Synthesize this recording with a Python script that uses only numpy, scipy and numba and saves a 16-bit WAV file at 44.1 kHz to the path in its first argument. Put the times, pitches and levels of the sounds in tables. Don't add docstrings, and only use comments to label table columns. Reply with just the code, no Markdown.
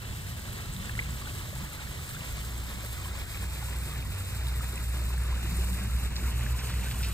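import sys
import numpy as np
from scipy import signal
from scipy.fft import rfft, irfft, next_fast_len
from scipy.io import wavfile
from scipy.ndimage import map_coordinates
from numba import njit

SR = 44100
rng = np.random.default_rng(int(sys.argv[2]) if len(sys.argv) > 2 else 0)


def output_pcm(signal):
    pcm = np.clip(np.atleast_2d(signal).T, -1, 1) * 32767
    wavfile.write(sys.argv[1], SR, np.round(pcm).astype(np.int16))


N = 314433
SIZE = next_fast_len(N)
HZ = np.maximum(np.arange(SIZE // 2 + 1) * SR / SIZE, 1)

# (time [s], plunge level [dB], spray level [dB])
FALL_LEVELS = [(0, -40.5, -45), (.93, -39.5, -45.5), (1.37, -39.5, -44), (1.91, -40, -45),
               (2.26, -38.5, -43), (2.62, -39.5, -44), (2.92, -40, -40.5), (3.1, -39.5, -43),
               (3.59, -38.5, -44), (4.05, -39.5, -43.5), (4.23, -39, -42.5), (4.67, -39.5, -41.5),
               (5.34, -38, -44), (5.64, -39, -41.5), (6.19, -37.5, -44), (6.93, -37.5, -41.5),
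               (7.13, -39.5, -36)]
# (time [s], level [dB], pitch [Hz])
PLOPS = [(0.486, -33, 1490), (0.765, -28, 3660), (0.894, -24.5, 1680), (0.896, -28, 2530),
         (0.92, -37, 3380), (0.952, -29, 1860), (0.977, -32, 1360), (0.991, -14.5, 2060),
         (0.995, -19, 2210), (0.998, -22, 2210), (1.017, -39, 3730), (1.023, -29, 2150), (1.028, -31, 2050),
         (1.066, -31, 2290), (1.219, -33.5, 1130), (1.258, -33, 3300), (1.274, -33, 1430),
         (1.295, -30, 2500), (1.483, -40, 620), (1.528, -35, 583), (1.562, -35.5, 850), (1.605, -35, 1000),
         (1.64, -36, 880), (1.792, -32.5, 1440), (1.872, -34, 1740), (1.91, -44, 1110), (1.99, -36, 1200),
         (2.11, -34, 1600), (2.166, -28.5, 1550), (2.366, -45, 1540), (2.208, -27, 2700),
         (2.262, -37, 3445), (2.412, -30, 3000), (2.837, -34.5, 580), (3.047, -31, 2950),
         (3.056, -29.5, 1020), (3.111, -36, 1320), (3.346, -31, 2325), (3.373, -28, 2663),
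         (3.44, -34, 1610), (3.625, -33, 826), (3.685, -38, 982), (3.729, -31.5, 1910), (3.742, -34, 1090),
         (3.9, -36, 1150), (3.958, -34, 2230), (4.051, -35, 992), (4.47, -28.5, 3740), (4.025, -29, 2470),
         (4.205, -37, 1340), (4.517, -35, 1390), (4.596, -34, 1640), (4.608, -32, 1240), (4.729, -38, 1410),
         (4.777, -27, 2460), (4.731, -39, 392), (5.104, -35, 986), (5.178, -34, 1580), (5.324, -32, 1000),
         (5.36, -35, 1400), (5.443, -36.5, 328), (5.586, -32.5, 375), (5.731, -30, 3720),
         (5.752, -33, 1860), (5.81, -37, 3870), (5.897, -35, 1290), (6.108, -37, 2290), (6.394, -40, 910),
         (6.409, -32, 2000), (6.059, -33, 3610), (6.165, -21, 4100), (6.224, -37.5, 332),
         (6.464, -26, 1680), (6.538, -37.5, 969), (6.549, -36, 1010), (6.616, -32, 1500),
         (6.622, -37, 3040), (6.697, -32, 3531), (6.7, -33, 1400), (6.739, -30, 1930), (6.832, -32, 2240),
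         (6.876, -37, 1560), (6.916, -37, 3531), (6.945, -35, 1020), (7.007, -30.5, 1460),
         (7.033, -34, 5040), (7.034, -26, 2520), (7.048, -26, 2530)]
# (time [s], level [dB], pitch [Hz])
TICKS = [(0.737, -27, 7800), (0.843, -30, 7400), (1.107, -27.5, 7200), (2.078, -31, 8250),
         (2.091, -27, 8310), (2.578, -34, 7120), (3.1205, -38, 7890), (3.254, -37, 8440),
         (3.786, -30, 7400), (3.978, -33, 7300), (4.257, -29.5, 7480), (4.757, -25, 7700),
         (4.997, -35, 8200), (5.182, -29.5, 8000), (5.236, -28, 8760), (5.376, -34, 7160),
         (5.5693, -22, 8900), (5.6824, -34, 8150), (5.8374, -28, 8340), (6.1602, -33, 8200),
         (7.0187, -28.5, 8160), (7.087, -24, 9190)]
# (time [s], level [dB], pitch [Hz])
SPITS = [(0.9523, -41, 11800), (1.8961, -37, 12700), (2.2508, -38, 12100), (2.4948, -31, 13500),
         (2.6968, -31, 12100), (2.8599, -31, 12100), (2.9318, -33, 13000), (3.3733, -31, 14100),
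         (3.5788, -34, 13700), (3.7868, -29, 12500), (3.8572, -36, 12300), (3.9784, -31, 12000),
         (4.8095, -37, 12300), (5.5683, -36, 11600), (5.6825, -36, 12600), (6.0013, -32, 12600),
         (6.2228, -36, 13100), (6.5241, -35, 13300)]
# (time [s], level before the fade [dB], centre [Hz], fade length [s])
SPLASHES = [(0.997, -48, 2300, 0.005), (3.038, -48, 2800, .02), (4.478, -47, 3275, .02),
            (6.156, -41, 4240, 0.024), (6.459, -46, 1715, 0.024), (6.59, -43, 3900, 0.024),
            (6.693, -45, 2810, 0.07), (6.91, -41, 2960, 0.016), (7.028, -40, 3750, 0.049)]
# (frequency [Hz], density [dB per Hz])
WATER_COLOUR = [(150, -5.5), (300, 3), (600, 0.5), (800, -0.5), (1100, 0), (1600, 0), (2100, -2),
                (2700, -0.5), (3300, -4), (3900, -3.5), (4500, -7), (5900, -9), (7000, -5), (8500, -1.5),
                (10000, 0), (13000, -4.5), (14200, -7.5), (15000, -4.5), (16000, -24)]
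# (frequency [Hz], share [0-1])
STRAIGHT_SHARE = [(150, 0.8), (350, 0.77), (700, 0.32), (1000, 0.67), (1500, 0.71), (2300, 0.2),
                  (3200, 0.39), (4600, 0.36), (6000, 0), (7100, 0.6), (9000, 0.75), (12000, 0.86),
                  (16000, 0.3)]
# (frequency [Hz], share [0-1])
WASH_ALIKE = [(150, .05), (1800, .05), (2300, .85), (2800, .98), (3500, .98), (3900, .4), (4400, .1),
              (6200, .1), (7000, .95), (8800, .4), (10400, .97), (12000, .4), (13800, .97), (16000, .6)]
# (frequency [Hz], phase [radians])
PORT_PHASE = [(0, 0), (2200, 0), (3500, -2.9), (6000, -3.0), (7000, -.2), (7600, .1), (9800, 2.55),
              (10200, np.pi), (10850, np.pi), (11200, 3.75), (13200, 6.2), (14400, 6.35), (16000, 9.4)]
# (frequency [Hz], gain [dB])
RIGHT_LIFT = [(300, .5), (1100, -1.2), (2000, 1.2), (2800, 0), (3300, .1), (3700, 1.4), (5300, 2.1),
              (6500, 0), (16000, 0)]
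# (time [s], lag [microseconds])
BEARING_LAG = [(0, 184), (2, 149), (3, 123), (3.6, 73), (5.2, 52), (5.9, 36), (6.6, -10), (7.13, -44)]
# (time [s], level [dB])
MOTOR_TONE = [(0, -45.5), (.7, -48), (1.1, -36.5), (1.5, -49), (1.65, -37.5), (1.75, -57), (1.85, -40),
              (2.1, -62), (2.3, -38.5), (2.55, -36.5), (2.8, -42), (3.2, -37.5), (3.33, -45), (3.45, -34),
              (3.6, -38.5), (3.77, -31), (3.9, -39), (4.0, -33), (4.2, -46.5), (4.45, -29.5), (4.75, -35),
              (5.1, -28.5), (5.26, -28), (5.5, -32), (5.62, -27.5), (5.84, -33.5), (5.96, -27),
              (6.12, -33.5), (6.33, -29.5), (6.41, -32.5), (6.48, -28.5), (6.64, -35), (6.8, -30),
              (6.96, -33), (7.04, -30), (7.13, -34)]
# (time [s], second level [dB], third level [dB])
MOTOR_OVERTONES = [(0, -67, -60), (1.2, -46, -57.5), (2.5, -56, -70.5), (4, -56, -57), (4.6, -47, -64),
                   (5.2, -45.5, -55), (5.7, -58, -52), (6.2, -50, -65), (6.45, -36, -51), (6.7, -43, -58),
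                   (7.13, -48, -50)]
# (early pitch [Hz], late pitch [Hz])
HUM_PITCHES = [(77.5, 69), (95, 100), (114, 113.5), (146.5, 146)]
# (time [s], four levels in the order of the pitches [dB])
HUM_LEVELS = [(0.0, -57, -59, -45, -73), (0.16, -47, -53, -41, -58), (0.24, -49, -40, -58, -53),
              (0.34, -39, -51, -51, -58), (0.54, -58, -46, -42.5, -60), (0.65, -42.5, -56, -61, -54),
              (0.85, -45, -43, -49, -65), (0.97, -53, -60, -43, -60), (1.03, -50, -43.5, -50, -52),
              (2.06, -47, -54.5, -59, -51), (2.14, -53, -42, -51, -47), (2.8, -55, -59, -47, -61),
              (3.2, -46, -37, -61, -62), (3.28, -48, -63, -50, -66), (3.39, -41, -41.5, -55, -54),
              (3.97, -57, -48, -49, -46), (4.15, -47, -38, -55, -60), (4.49, -56, -46, -42.5, -54),
              (6.27, -41, -44, -48, -64), (7.13, -43, -48, -48, -57)]
# (time [s], rumble level [dB], growl level [dB])
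DRONE_LEVELS = [(0.0, -44, -55), (0.1, -45, -49), (1.0, -42.5, -48.5), (1.67, -45, -51.5),
                (2.2, -42.5, -51.5), (2.74, -42.5, -51), (3.6, -45, -51), (4.51, -43, -50.5),
                (5.2, -44.5, -49.5), (5.8, -41, -46), (6.37, -42, -48.5), (6.8, -44, -47), (7.13, -38, -49)]
# (frequency [Hz], density [dB per Hz])
RUMBLE_COLOUR = [(20, -19), (33, 5), (48, 6), (62, -4), (78, 1.5), (100, -0.5), (125, 2), (145, -4.5),
                 (200, -79)]
# (frequency [Hz], density [dB per Hz])
GROWL_COLOUR = [(100, -55), (150, 4), (190, 3.5), (250, -4), (400, -35.5)]
# (multiple of its pitch, level [dB])
REV_ORDERS = [(1, -61), (2, -52.5)]

PLUNGE_GUSH_DB, SPRAY_GUSH_DB, GUSH_HZ = 1.25, 1.83, 12
WASH_DB, WASH_DB_PER_S = 3, -0.32
PLOP_CYCLES, PLOP_RISE = 27.7, 0.0047
EDGE_DB, EDGE_HZ = -6, 9000
BEARING_TOP_HZ = 6200
MOTOR_HZ, LOADED_HZ, LOAD_AT_S, LOAD_TAKES_S = 61.15, 60.9, 5.7, 0.16
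WAVER_DB, WAVER_HZ = 1.02, 8.3
SURGE_DB, SURGE_HZ = 1.87, 7.6
HUM_SHIFT_S, HUM_WAVER_DB, HUM_WAVER_HZ, HUM_WANDER_HZ = 5.2, 3, 4.8, 1.17
REV_FROM_S, REV_TO_S, REV_LOW_HZ, REV_HIGH_HZ = 5.4, 6.4, 79.2, 121.9
REV_EDGE_S, REV_WANDER_HZ, REV_WAVER_DB = 0.043, 1.6, 5.5
CUTOFF_HZ = 15760


def waterfall():
    gushes_db = [PLUNGE_GUSH_DB * drift(GUSH_HZ), SPRAY_GUSH_DB * drift(GUSH_HZ)]
    plunge, spray = from_db(in_time(FALL_LEVELS)) * from_db(gushes_db)
    share = np.clip(at_hz(STRAIGHT_SHARE, HZ), 0, 1)
    colour = from_db(at_hz(WATER_COLOUR, HZ))
    straight = by_register(shaped(churn(), colour * np.sqrt(share)), plunge, spray)
    wash = by_register(rock_wash(colour, share), plunge, spray)
    wash = from_db(WASH_DB + WASH_DB_PER_S * np.arange(N) / SR) * wash
    left, right = ports(straight + single_drops() + splashes() + wash[0]) + wash[1:]
    return np.array([left, shaped(right, from_db(at_hz(RIGHT_LIFT, HZ)))])


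def churn():
    bubbles = swarm(2900, 198.05, 6406, cycles=45.0, rise=0.00435, swell=1.3,
                    spread_db=2.4, clump_db=2.5, clump_hz=16)
    trickle = swarm(350, 783.7, 2705, cycles=58.0, rise=0.00835, swell=2.7,
                    spread_db=2.5, clump_db=4.0, clump_hz=12)
    drops = swarm(4500, 6000, 17600, cycles=6.3, rise=0.0054, swell=0.15,
                  spread_db=3.5, clump_db=4.0, clump_hz=60.53)
    hiss = rng.standard_normal(N) * from_db(1.76 * drift(29))
    return from_db(-6.0) * bubbles + from_db(-11.5) * trickle + from_db(-2.0) * drops + from_db(-4.0) * hiss


def rock_wash(colour, share):
    alike = np.clip(at_hz(WASH_ALIKE, HZ), 0, 1)
    shares = np.array([alike, 1 - alike, 1 - alike])
    return shaped(rng.standard_normal((3, N)), colour * np.sqrt((1 - share) * shares))


def single_drops():
    plops = struck(PLOPS, PLOP_CYCLES, PLOP_RISE, swell=0.78)
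    ticks = struck(TICKS, cycles=73.0, rise=0.0062, swell=3.6)
    edges = [(s, level_db + EDGE_DB, EDGE_HZ) for s, level_db, _ in TICKS]
    snaps = struck(edges, cycles=5.1, rise=.012, swell=.21)
    spits = struck(SPITS, cycles=41.0, rise=.004, swell=.4)
    return plops + ticks + snaps + spits


def splashes():
    out, t = np.zeros(N), np.arange(4000) / SR
    for s, level_db, hz, length in SPLASHES:
        crackle_db = 1.9 * rng.standard_normal(100).repeat(40)
        noise = rng.standard_normal(4000) * from_db(crackle_db)
        band_pass = signal.butter(2, [hz / 2.0, hz * 1.44], "band", fs=SR, output="sos")
        band = rms_one(signal.sosfilt(band_pass, noise))
        burst = from_db(level_db) * band * np.exp(-(t / length) ** 2)
        at = int(s * SR)
        out[at:at + 4000] += burst[:N - at]
    return out


def swarm(per_s, low_hz, high_hz, cycles, rise, swell, spread_db, clump_db, clump_hz):
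    busy = from_db(clump_db * drift(clump_hz))
    start = np.flatnonzero(rng.random(N) < per_s * busy / busy.mean() / SR)
    pitch, size, life, climb = rng.random((N // 2, 4))[:len(start)].T
    start = start[:len(pitch)]
    hz = low_hz * (high_hz / low_hz) ** pitch
    height = hz * from_db(spread_db * np.minimum(-np.log(size + 1e-9), 4.5))
    return rms_one(rings(N, SR, start, height, hz, cycles * (.5 + life), 2 * rise * climb, swell))


def struck(rows, cycles, rise, swell):
    s, level_db, hz = np.transpose(rows)[:3]
    start = (s * SR).astype(np.int64)
    return rings(N, SR, start, from_db(level_db), hz, cycles + 0 * s, rise + 0 * s, swell)


@njit
def rings(length, sr, start, height, hz, cycles, rise, swell):
    out = np.zeros(length)
    for k in range(len(start)):
        step = hz[k] / sr
        fade = 10 ** (-3 * step / cycles[k])
        climb = 1 + rise[k] * step
        opening = np.exp(-step / swell)
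        a, phase, shut = height[k], 0., 1.
        for i in range(start[k], min(length, start[k] + int(.7 * cycles[k] / step) + 2)):
            out[i] += a * (1 - shut) * np.sin(2 * np.pi * phase)
            phase += step
            step = min(step * climb, .45)
            a *= fade
            shut *= opening
    return out


def by_register(x, plunge, spray):
    low = signal.sosfilt(signal.butter(2, 5000, fs=SR, output="sos"), x)
    high = signal.sosfilt(signal.butter(2, 5000, "high", fs=SR, output="sos"), x)
    return plunge * low - spray * high


def ports(straight):
    hz, radians = np.transpose(PORT_PHASE)
    right = rfft(straight, SIZE) * np.exp(1j * np.interp(HZ, hz, radians))
    low_share = 1 / (1 + (HZ / BEARING_TOP_HZ) ** 24)
    low = irfft(right * low_share, SIZE)[:N]
    high = irfft(right * (1 - low_share), SIZE)[:N]
    read_at = np.arange(N) - in_time(BEARING_LAG)[0] * SR / 10 ** 6
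    return np.array([straight, map_coordinates(low, [read_at], order=3, mode="nearest") + high])


def motor():
    t = np.arange(N) / SR
    rate_hz = np.interp(t, [LOAD_AT_S, LOAD_AT_S + LOAD_TAKES_S], [MOTOR_HZ, LOADED_HZ])
    turn = 2 * np.pi * np.cumsum(rate_hz) / SR
    tone = 0
    for order, level_db in enumerate(in_time(MOTOR_TONE) + in_time(MOTOR_OVERTONES), start=1):
        waver_db = order * WAVER_DB * drift(WAVER_HZ)
        tone = tone + np.sqrt(2) * from_db(level_db + waver_db) * np.sin(order * turn)
    surges_db = SURGE_DB * np.array([drift(SURGE_HZ), drift(SURGE_HZ)])
    rumble_db, growl_db = in_time(DRONE_LEVELS) + surges_db
    rumble = low_noise(RUMBLE_COLOUR, rumble_db, side_db=-9.5)
    growl = low_noise(GROWL_COLOUR, growl_db, side_db=-9.5)
    return (tone + hums() + rumble + growl) * from_db([[-.3], [.3]])


def hums():
    t, out = np.arange(N) / SR, 0
    for (early_hz, late_hz), level_db in zip(HUM_PITCHES, in_time(HUM_LEVELS)):
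        hz = np.where(t < HUM_SHIFT_S, early_hz, late_hz) + HUM_WANDER_HZ * drift(HUM_WAVER_HZ)
        level = np.sqrt(2) * from_db(level_db + HUM_WAVER_DB * drift(HUM_WAVER_HZ))
        out = out + level * np.sin(2 * np.pi * np.cumsum(hz) / SR)
    return out


def low_noise(colour, level_db, side_db):
    mid, side = rms_one(shaped(rng.standard_normal((2, N)), from_db(at_hz(colour, HZ))))
    return from_db(level_db) * (mid + from_db(side_db) * side * [[1], [-1]])


def far_engine():
    t = np.arange(N) / SR
    climb_hz = np.interp(t, [REV_FROM_S, REV_TO_S], [REV_LOW_HZ, REV_HIGH_HZ])
    turn = 2 * np.pi * np.cumsum(climb_hz + REV_WANDER_HZ * drift(5.56)) / SR
    heard = np.clip(np.minimum(t - REV_FROM_S, REV_TO_S - t) / REV_EDGE_S + 1, 0, 1)
    tones = 0
    for order, level_db in REV_ORDERS:
        level = np.sqrt(2) * from_db(level_db + REV_WAVER_DB * drift(6.9))
        tones = tones + level * np.sin(order * turn)
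    return heard * tones


def from_db(db):
    return 10 ** (np.asarray(db) / 20)


def rms_one(x):
    return x / np.sqrt(np.mean(x ** 2) + 1e-20)


def in_time(rows):
    s, *columns = np.transpose(rows)
    return [np.interp(np.arange(N) / SR, s, c) for c in columns]


def at_hz(points, hz):
    point_hz, values = np.transpose(points)
    return np.interp(np.log(hz), np.log(point_hz), values)


def shaped(x, gain):
    return irfft(rfft(x, SIZE) * gain, SIZE)[..., :N]


def drift(rate_hz):
    r = np.exp(-40 * np.pi * rate_hz / SR)
    slow = signal.lfilter([1], [1, -2 * r, r * r], rng.standard_normal(N // 20 + 2002))[2000:]
    return np.interp(np.arange(N) / 20, np.arange(len(slow)), rms_one(slow))


def scene():
    return waterfall() + motor() + far_engine()


def record(dry):
    return signal.sosfilt(signal.ellip(12, .3, 70, CUTOFF_HZ, fs=SR, output="sos"), dry)


dry = scene()
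out = record(dry)
output_pcm(out)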